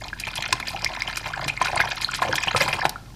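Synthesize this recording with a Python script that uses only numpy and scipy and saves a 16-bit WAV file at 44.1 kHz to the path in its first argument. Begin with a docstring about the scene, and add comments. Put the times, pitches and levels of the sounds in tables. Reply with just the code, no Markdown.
"""In a small room, close by, a hand swishes through shallow soapy water in a small plastic tub.
Trapped air rings as short sines of rising pitch; squelches between the fingers are sine glides.
Slaps are clusters of damped bubbles plus noise spray, each with a low thump; foam is ticking noise,
big soap films crack, and the tub floor drums as band-passed noise. A low hum and faint air noise lie under it."""
import sys
import numpy as np
from scipy import signal
from scipy.fft import rfft, irfft
from scipy.io import wavfile
from scipy.ndimage import uniform_filter1d

SR = 44100
rng = np.random.default_rng(int(sys.argv[2]) if len(sys.argv) > 2 else 0)


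def generate_wav(signal):
    """Clip the signal to [-1, 1] and save it as 16-bit WAV at the path in sys.argv[1]."""
    frames = np.transpose(np.atleast_2d(signal))
    scaled = np.clip(frames, -1, 1) * 32767
    pcm = np.round(scaled).astype(np.int16)
    wavfile.write(sys.argv[1], SR, pcm)


N = 138915  # samples

BUBBLE_RISE, ONSET_CYCLES, ONSET_S = 0.17, 0.5, 0.00051  # rise: share of the pitch; the onset terms add
SPRAY_LO_HZ, SPRAY_HI_HZ, DROPLET_FLICKER_DB = 2720, 10840, 28
SNAP_DB, POP_S = -24, 0.0021


def undb(db):
    """Decibels to gain."""
    return 10 ** (np.asarray(db) / 20)


def unit(x):
    """Scale to rms 1."""
    return x / np.sqrt(np.mean(x ** 2) + 1e-18)


def add(out, start_s, x):
    """Mix x in at start_s."""
    i = int(start_s * SR)
    out[i:i + len(x)] += x[:max(len(out) - i, 0)]


def band(x, lo_hz, hi_hz, order=2):
    """Butterworth band-pass."""
    sos = signal.butter(order, [lo_hz, hi_hz], "band", fs=SR, output="sos")
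    return signal.sosfilt(sos, x)


def colour(x, points):
    """Shape the spectrum by (f/Hz, level/dB) points, interpolated over log frequency."""
    hz, db = np.array(points).T
    f = np.fft.rfftfreq(2 * N, 1 / SR)
    gain = undb(np.interp(np.log(f + 1), np.log(hz), db))
    return irfft(rfft(x, 2 * N) * gain)[:N]


def puff(length_s):
    """Envelope that swells quickly, then decays with time constant length_s; peak 1."""
    age = np.arange(SR // 5) / SR / length_s
    env = np.sqrt(age) * np.exp(-age)
    return env / env.max()


def hiss(length, count=9):
    """Fine droplets: noise bands, one per droplet size, flicker independently within ms; rms 1."""
    edges_hz = np.geomspace(1800, 16000, count + 1)
    noise, out = rng.standard_normal(length), np.zeros(length)
    step = 70  # samples between flicker values
    for lo_hz, hi_hz in zip(edges_hz, edges_hz[1:]):
        values = rng.uniform(-1, 1, length // step + 2)
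        flicker = np.interp(np.arange(length) / step, np.arange(len(values)), values)
        out += band(noise, lo_hz, hi_hz) * undb(DROPLET_FLICKER_DB * flicker)
    return unit(band(out, SPRAY_LO_HZ, SPRAY_HI_HZ))


def bubble(hz, cycles, glide=1):
    """Ringing air: a sine swells fast, glides (up if glide > 0) and decays 40 dB over its cycles; peak about 1."""
    c = np.arange(int(1.5 * cycles * SR / hz) + 2) * hz / SR
    onset = 1 - np.exp(-(c / (ONSET_CYCLES + ONSET_S * hz)) ** 2)
    env = onset * np.exp(-np.log(100) * c / cycles)
    phase_cycles = c + glide * BUBBLE_RISE * c ** 2 / cycles / 2
    return env / env.max() * np.sin(2 * np.pi * phase_cycles)


def swarm(count, lo_hz, hi_hz, cycles, spread_db, scatter_s, size=4):
    """Random clutches of bubbles, mostly of middling pitch; many weak, a few strong; rms 1."""
    out = np.zeros(N)
    for k, (when, strength, *members) in enumerate(rng.random((count, 2 + 3 * size))):
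        clutch_s = (k + 2 * when) / count * N / SR
        gain = undb(-spread_db * np.log(strength + .06))
        for late, u, v in np.reshape(members, (size, 3)):
            hz = lo_hz * (hi_hz / lo_hz) ** ((u + v) / 2)
            ring = bubble(hz, cycles * (.5 + u), glide=2 * v - .5)
            add(out, clutch_s + late * scatter_s, gain * np.sin(np.pi * late) * ring)
    return unit(out)


# the hand's stirring: t/s, gurgle level/dB, small-bubble and foam level/dB (relative)
STIRRING = [(0, -40, -38.5), (.17, -59, -50), (0.422, -41.5, -31), (.57, -47.5, -45.5), (.93, -40, -37.5),
            (1.171, -49.5, -39), (1.452, -35.5, -34.5), (1.55, -51, -46.5), (1.64, -34.5, -34.5),
            (1.87, -34.5, -31.5), (1.95, -44.5, -37), (2.17, -47, -35), (2.27, -31.5, -35),
            (2.41, -40.5, -32.5), (2.65, -34, -39), (2.85, -36, -35), (2.95, -59.5, -61)]


def stir(column):
    """Stirring strength over time as gain, interpolated in dB."""
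    rows = np.array(STIRRING)
    return undb(np.interp(np.arange(N) / SR, rows[:, 0], rows[:, column]))


POP_SPREAD_DB = 10.5


def foam(count=1000):
    """Soap films burst at random, each a very short broad tick; rms 1."""
    pops = np.zeros(N)
    for when, strength in rng.random((count, 2)):
        pops[int(when * N)] += undb(-2 * POP_SPREAD_DB * np.log(strength + .015))  # power
    power = np.abs(signal.fftconvolve(pops, puff(POP_S) ** 2)[:N])
    return unit(hiss(N) * np.sqrt(power))


GURGLE_DB, FIZZ_DB, FOAM_DB, GULP_DB = -1.5, 0, -12.5, -48


def swish():
    """Gurgles, small bubbles and foam follow the stirring; deep gulps follow its square, so favour hard strokes."""
    gurgle_gain, fizz_gain = stir(column=1), stir(column=2)
    deep = swarm(count=130, lo_hz=191, hi_hz=664, cycles=11.3, spread_db=7, scatter_s=0.01565)
    gulps = unit(gurgle_gain ** 2 * deep)
    gurgle = swarm(count=240, lo_hz=513, hi_hz=1910, cycles=13.5, spread_db=3, scatter_s=0.00807)
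    fizz = swarm(count=300, lo_hz=973, hi_hz=8220, cycles=13.6, spread_db=5.5, scatter_s=0.012, size=10)
    small = undb(FIZZ_DB) * fizz + undb(FOAM_DB) * foam()
    return undb(GULP_DB) * gulps + undb(GURGLE_DB) * gurgle_gain * gurgle + fizz_gain * small


# modes of the tub floor: lower edge f/Hz, width/Hz, level/dB (relative)
TUB_MODES = [(97, 44, 2.5), (129.4, 22.7, 1.5), (305.3, 39.5, -1.5)]
DRUM_DB = -41


def tub(water):
    """Moving water and slaps drum on the plastic floor: noise with their 200-700 Hz envelope drives its modes."""
    power = np.abs(uniform_filter1d(band(water, 200, 700) ** 2, SR // 50))
    push = rng.standard_normal(N) * np.sqrt(power)
    modes = sum(undb(db) * band(push, hz, hz + width_hz, order=1) for hz, width_hz, db in TUB_MODES)
    return undb(DRUM_DB) * unit(modes)


# steady hum: f/Hz, rms level/dB
HUM_TONES = [(46.5, -46.5), (101, -53.5)]
# spectrum of the room's air noise: f/Hz, level/dB (relative)
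AIR_SPECTRUM = [(25, -17.5), (130, -9), (260, -19.5), (1200, -45), (4500, -35), (15000, -50)]
AIR_DB = -44.5


def background():
    """Low hum of steady sines plus faint coloured room noise."""
    t = np.arange(N) / SR
    air = unit(colour(rng.standard_normal(N), AIR_SPECTRUM))
    hum = sum(undb(db) * np.sqrt(2) * np.sin(2 * np.pi * hz * t) for hz, db in HUM_TONES)
    return undb(AIR_DB) * air + hum


# larger single bubbles: t/s, starting f/Hz, level/dB
PLOP_BUBBLES = [(.130, 1540, -20.5), (0.2367, 2380, -20), (0.286, 2490, -21.5), (.379, 3170, -15.5),
                (0.5271, 992, -17), (0.627, 2120, -21.5), (0.683, 4450, -17.5), (0.7455, 753, -26),
                (.763, 2700, -21), (1.0198, 2114, -14.5), (1.076, 2900, -16.5), (1.575, 2130, -20.5),
                (1.6145, 968, -17), (1.6575, 1420, -18), (1.682, 2420, -19), (1.802, 1512, -8),
                (1.8145, 2020, -13), (2.046, 3960, -8.5), (2.089, 1340, -18), (2.1903, 1120, -22),
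                (2.220, 1003, -13.5), (2.2912, 496, -20), (2.3309, 1505, -12.5), (2.547, 1214, -13),
                (2.5468, 482, -18), (2.61, 531, -17), (2.7295, 2560, -14.5), (2.816, 1650, -16.5),
                (2.852, 780, -16), (2.958, 1316, -23.5)]
RING_CYCLES, SNAP_S = 18.3, 0.00053


def plops():
    """Larger air pockets ring cleanly; the surface snaps shut over each, louder over high ones."""
    out = np.zeros(N)
    for start_s, hz, db in PLOP_BUBBLES:
        add(out, start_s, undb(db) * bubble(hz, RING_CYCLES))
        snap = puff(SNAP_S)
        add(out, start_s, undb(db + SNAP_DB) * hz / SPRAY_LO_HZ * snap * hiss(len(snap)))
    return out


# slaps and splashes of the surface: t/s, level/dB, centre f/Hz, decay/s
SURFACE_SLAPS = [(0.198, -29, 4300, 0.0077), (0.269, -28.5, 1660, 0.0088), (0.355, -30, 4570, 0.012),
                 (0.5257, -13.5, 2940, 0.0027), (0.5992, -26, 2150, 0.003), (0.669, -31.5, 2920, 0.027),
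                 (1.078, -34, 1770, 0.02), (1.17, -27.5, 5600, 0.0078), (1.258, -29.5, 1480, 0.013),
                 (1.4795, -23.5, 3300, 0.0077), (1.6128, -22, 1550, 0.0071), (1.646, -28, 2760, 0.019),
                 (1.801, -20, 1480, 0.0062), (2.016, -29, 3430, 0.018), (2.146, -25.5, 3350, 0.01),
                 (2.218, -25, 1230, 0.019), (2.3548, -20, 4300, .0035), (2.472, -25.5, 1110, 0.0077),
                 (2.5607, -21.5, 2710, 0.014), (2.605, -19.5, 2250, 0.019), (2.678, -23.5, 1610, 0.013),
                 (2.727, -25, 2260, 0.014), (2.8517, -16.5, 1610, 0.0042), (2.8935, -22.5, 6940, 0.0026)]
SLAP_OCTAVES, SPRAY_DB = 0.874, -7


def slaps(count=28, cycles=6):
    """Each slap throws a tight cluster of damped bubbles and fine spray; bright slaps spray more."""
    out = np.zeros(N)
    for start_s, db, centre_hz, length_s in SURFACE_SLAPS:
        shape = puff(length_s)
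        burst = np.zeros(len(shape))
        sizes = (rng.permutation(count) + 1) / (count + 1)
        for k, (u, w) in enumerate(rng.random((count, 2))):
            late_s = -length_s * np.log(1 - (k + u) / (count + 1))
            octaves = SLAP_OCTAVES * np.log(sizes[k] / (1 - sizes[k])) / 2
            hz = min(centre_hz * 2 ** octaves, SR / 3)
            gain = np.exp(-late_s / length_s / 2) * np.sqrt(hz / centre_hz)
            add(burst, late_s, gain * bubble(hz, cycles * (.5 + w)))
        spray = undb(SPRAY_DB) * np.sqrt(centre_hz / SPRAY_LO_HZ) * unit(shape * hiss(len(shape)))
        density = np.sqrt(length_s * SR / len(burst))  # unit() averages over the whole buffer
        add(out, start_s, undb(db) * (unit(burst) + spray) * density)
    return out


THUMP_HZ, THUMP_DB, THUMP_CYCLES = 295, -1.5, 10.5


def thumps():
    """The hollow under each slap closes with a low, quickly damped note; dull slaps thump more."""
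    out = np.zeros(N)
    for (start_s, db, centre_hz, _), size in zip(SURFACE_SLAPS, rng.random(len(SURFACE_SLAPS))):
        gain = undb(db + THUMP_DB) * np.sqrt(THUMP_HZ / centre_hz)
        add(out, start_s, gain * bubble(THUMP_HZ * 2 ** (size - .5), THUMP_CYCLES))
    return out


# big soap films bursting: t/s, level/dB
FILM_CRACKS = [(0.5289, -3), (0.8214, -16.5), (0.8459, -1.5), (1.0215, -11), (1.1592, -15), (2.577, -10),
               (2.8956, -42)]
CRACK_HZ = 5240


def cracks():
    """Big soap films burst: a pressure spike rings for a cycle or two, with a wisp of spray."""
    out = np.zeros(N)
    wisp = puff(POP_S)
    c = np.arange(len(wisp)) / SR * CRACK_HZ
    spike = np.exp(-c / 2) * np.sin(2 * np.pi * c)
    for start_s, db in FILM_CRACKS:
        add(out, start_s, undb(db) * (spike + undb(SNAP_DB) * wisp * hiss(len(wisp))))
    return out


# air squeezed between the fingers: t/s, final f/Hz, level/dB
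FINGER_SQUELCHES = [(.8555, 2480, -18.5), (1.331, 1800, -21.5), (1.492, 2940, -19), (2.476, 3365, -13)]
SQUELCH_S, SQUELCH_OCTAVES = 0.01266, 0.695


def squelches():
    """Air squeezed between the fingers: the note climbs and swells, then breaks off."""
    out = np.zeros(N)
    age = np.linspace(0, 1, int(SQUELCH_S * SR))
    for start_s, final_hz, db in FINGER_SQUELCHES:
        hz = final_hz * 2 ** (SQUELCH_OCTAVES * (age - 1))
        phase = 2 * np.pi * np.cumsum(hz) / SR
        add(out, start_s, undb(db) * np.sin(np.pi * age ** 2) * np.sin(phase))
    return out


def echoes(x, delay_s, t60_s, lo_hz, hi_hz):
    """Reflections: x convolved with a delayed, decaying noise tail of unit energy."""
    t = np.arange(SR // 2) / SR
    decay = (t > delay_s) * np.exp(-np.log(1000) * t / t60_s)
    tail = band(rng.standard_normal(len(t)) * decay, lo_hz, hi_hz, order=1)
    return signal.fftconvolve(x, tail / np.linalg.norm(tail))[:N]


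# colour of the tub's hollow: f/Hz, level/dB
HOLLOW_COLOUR = [(400, -8.5), (540, 3), (1000, 6.5), (1250, 0), (2200, 4), (3200, -1), (4700, 2),
                 (6200, -2.5)]
WALL_DB, WALL_T60_S = -13, 0.051
ROOM_DB, ROOM_T60_S, ROOM_TOP_HZ = -19.5, 0.41, 3580


def scene():
    """Water, reflections from the tub's walls, drumming floor, room echo and background."""
    direct = swish() + plops() + slaps() + thumps() + cracks() + squelches()
    water = direct + undb(WALL_DB) * echoes(direct, .001, WALL_T60_S, 400, 7000)
    near = colour(water, HOLLOW_COLOUR) + tub(water)
    room = echoes(near, .006, ROOM_T60_S, 120, ROOM_TOP_HZ)
    return (near + undb(ROOM_DB) * room + background())[None]


TOP_HZ = 15000


def record(dry):
    """The microphone clips at full scale, then a steep low-pass cuts the top."""
    lowpass = signal.ellip(8, .2, 80, TOP_HZ, fs=SR, output="sos")
    return signal.sosfilt(lowpass, np.clip(dry, -1, 1))


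dry = scene()
out = record(dry)
generate_wav(out)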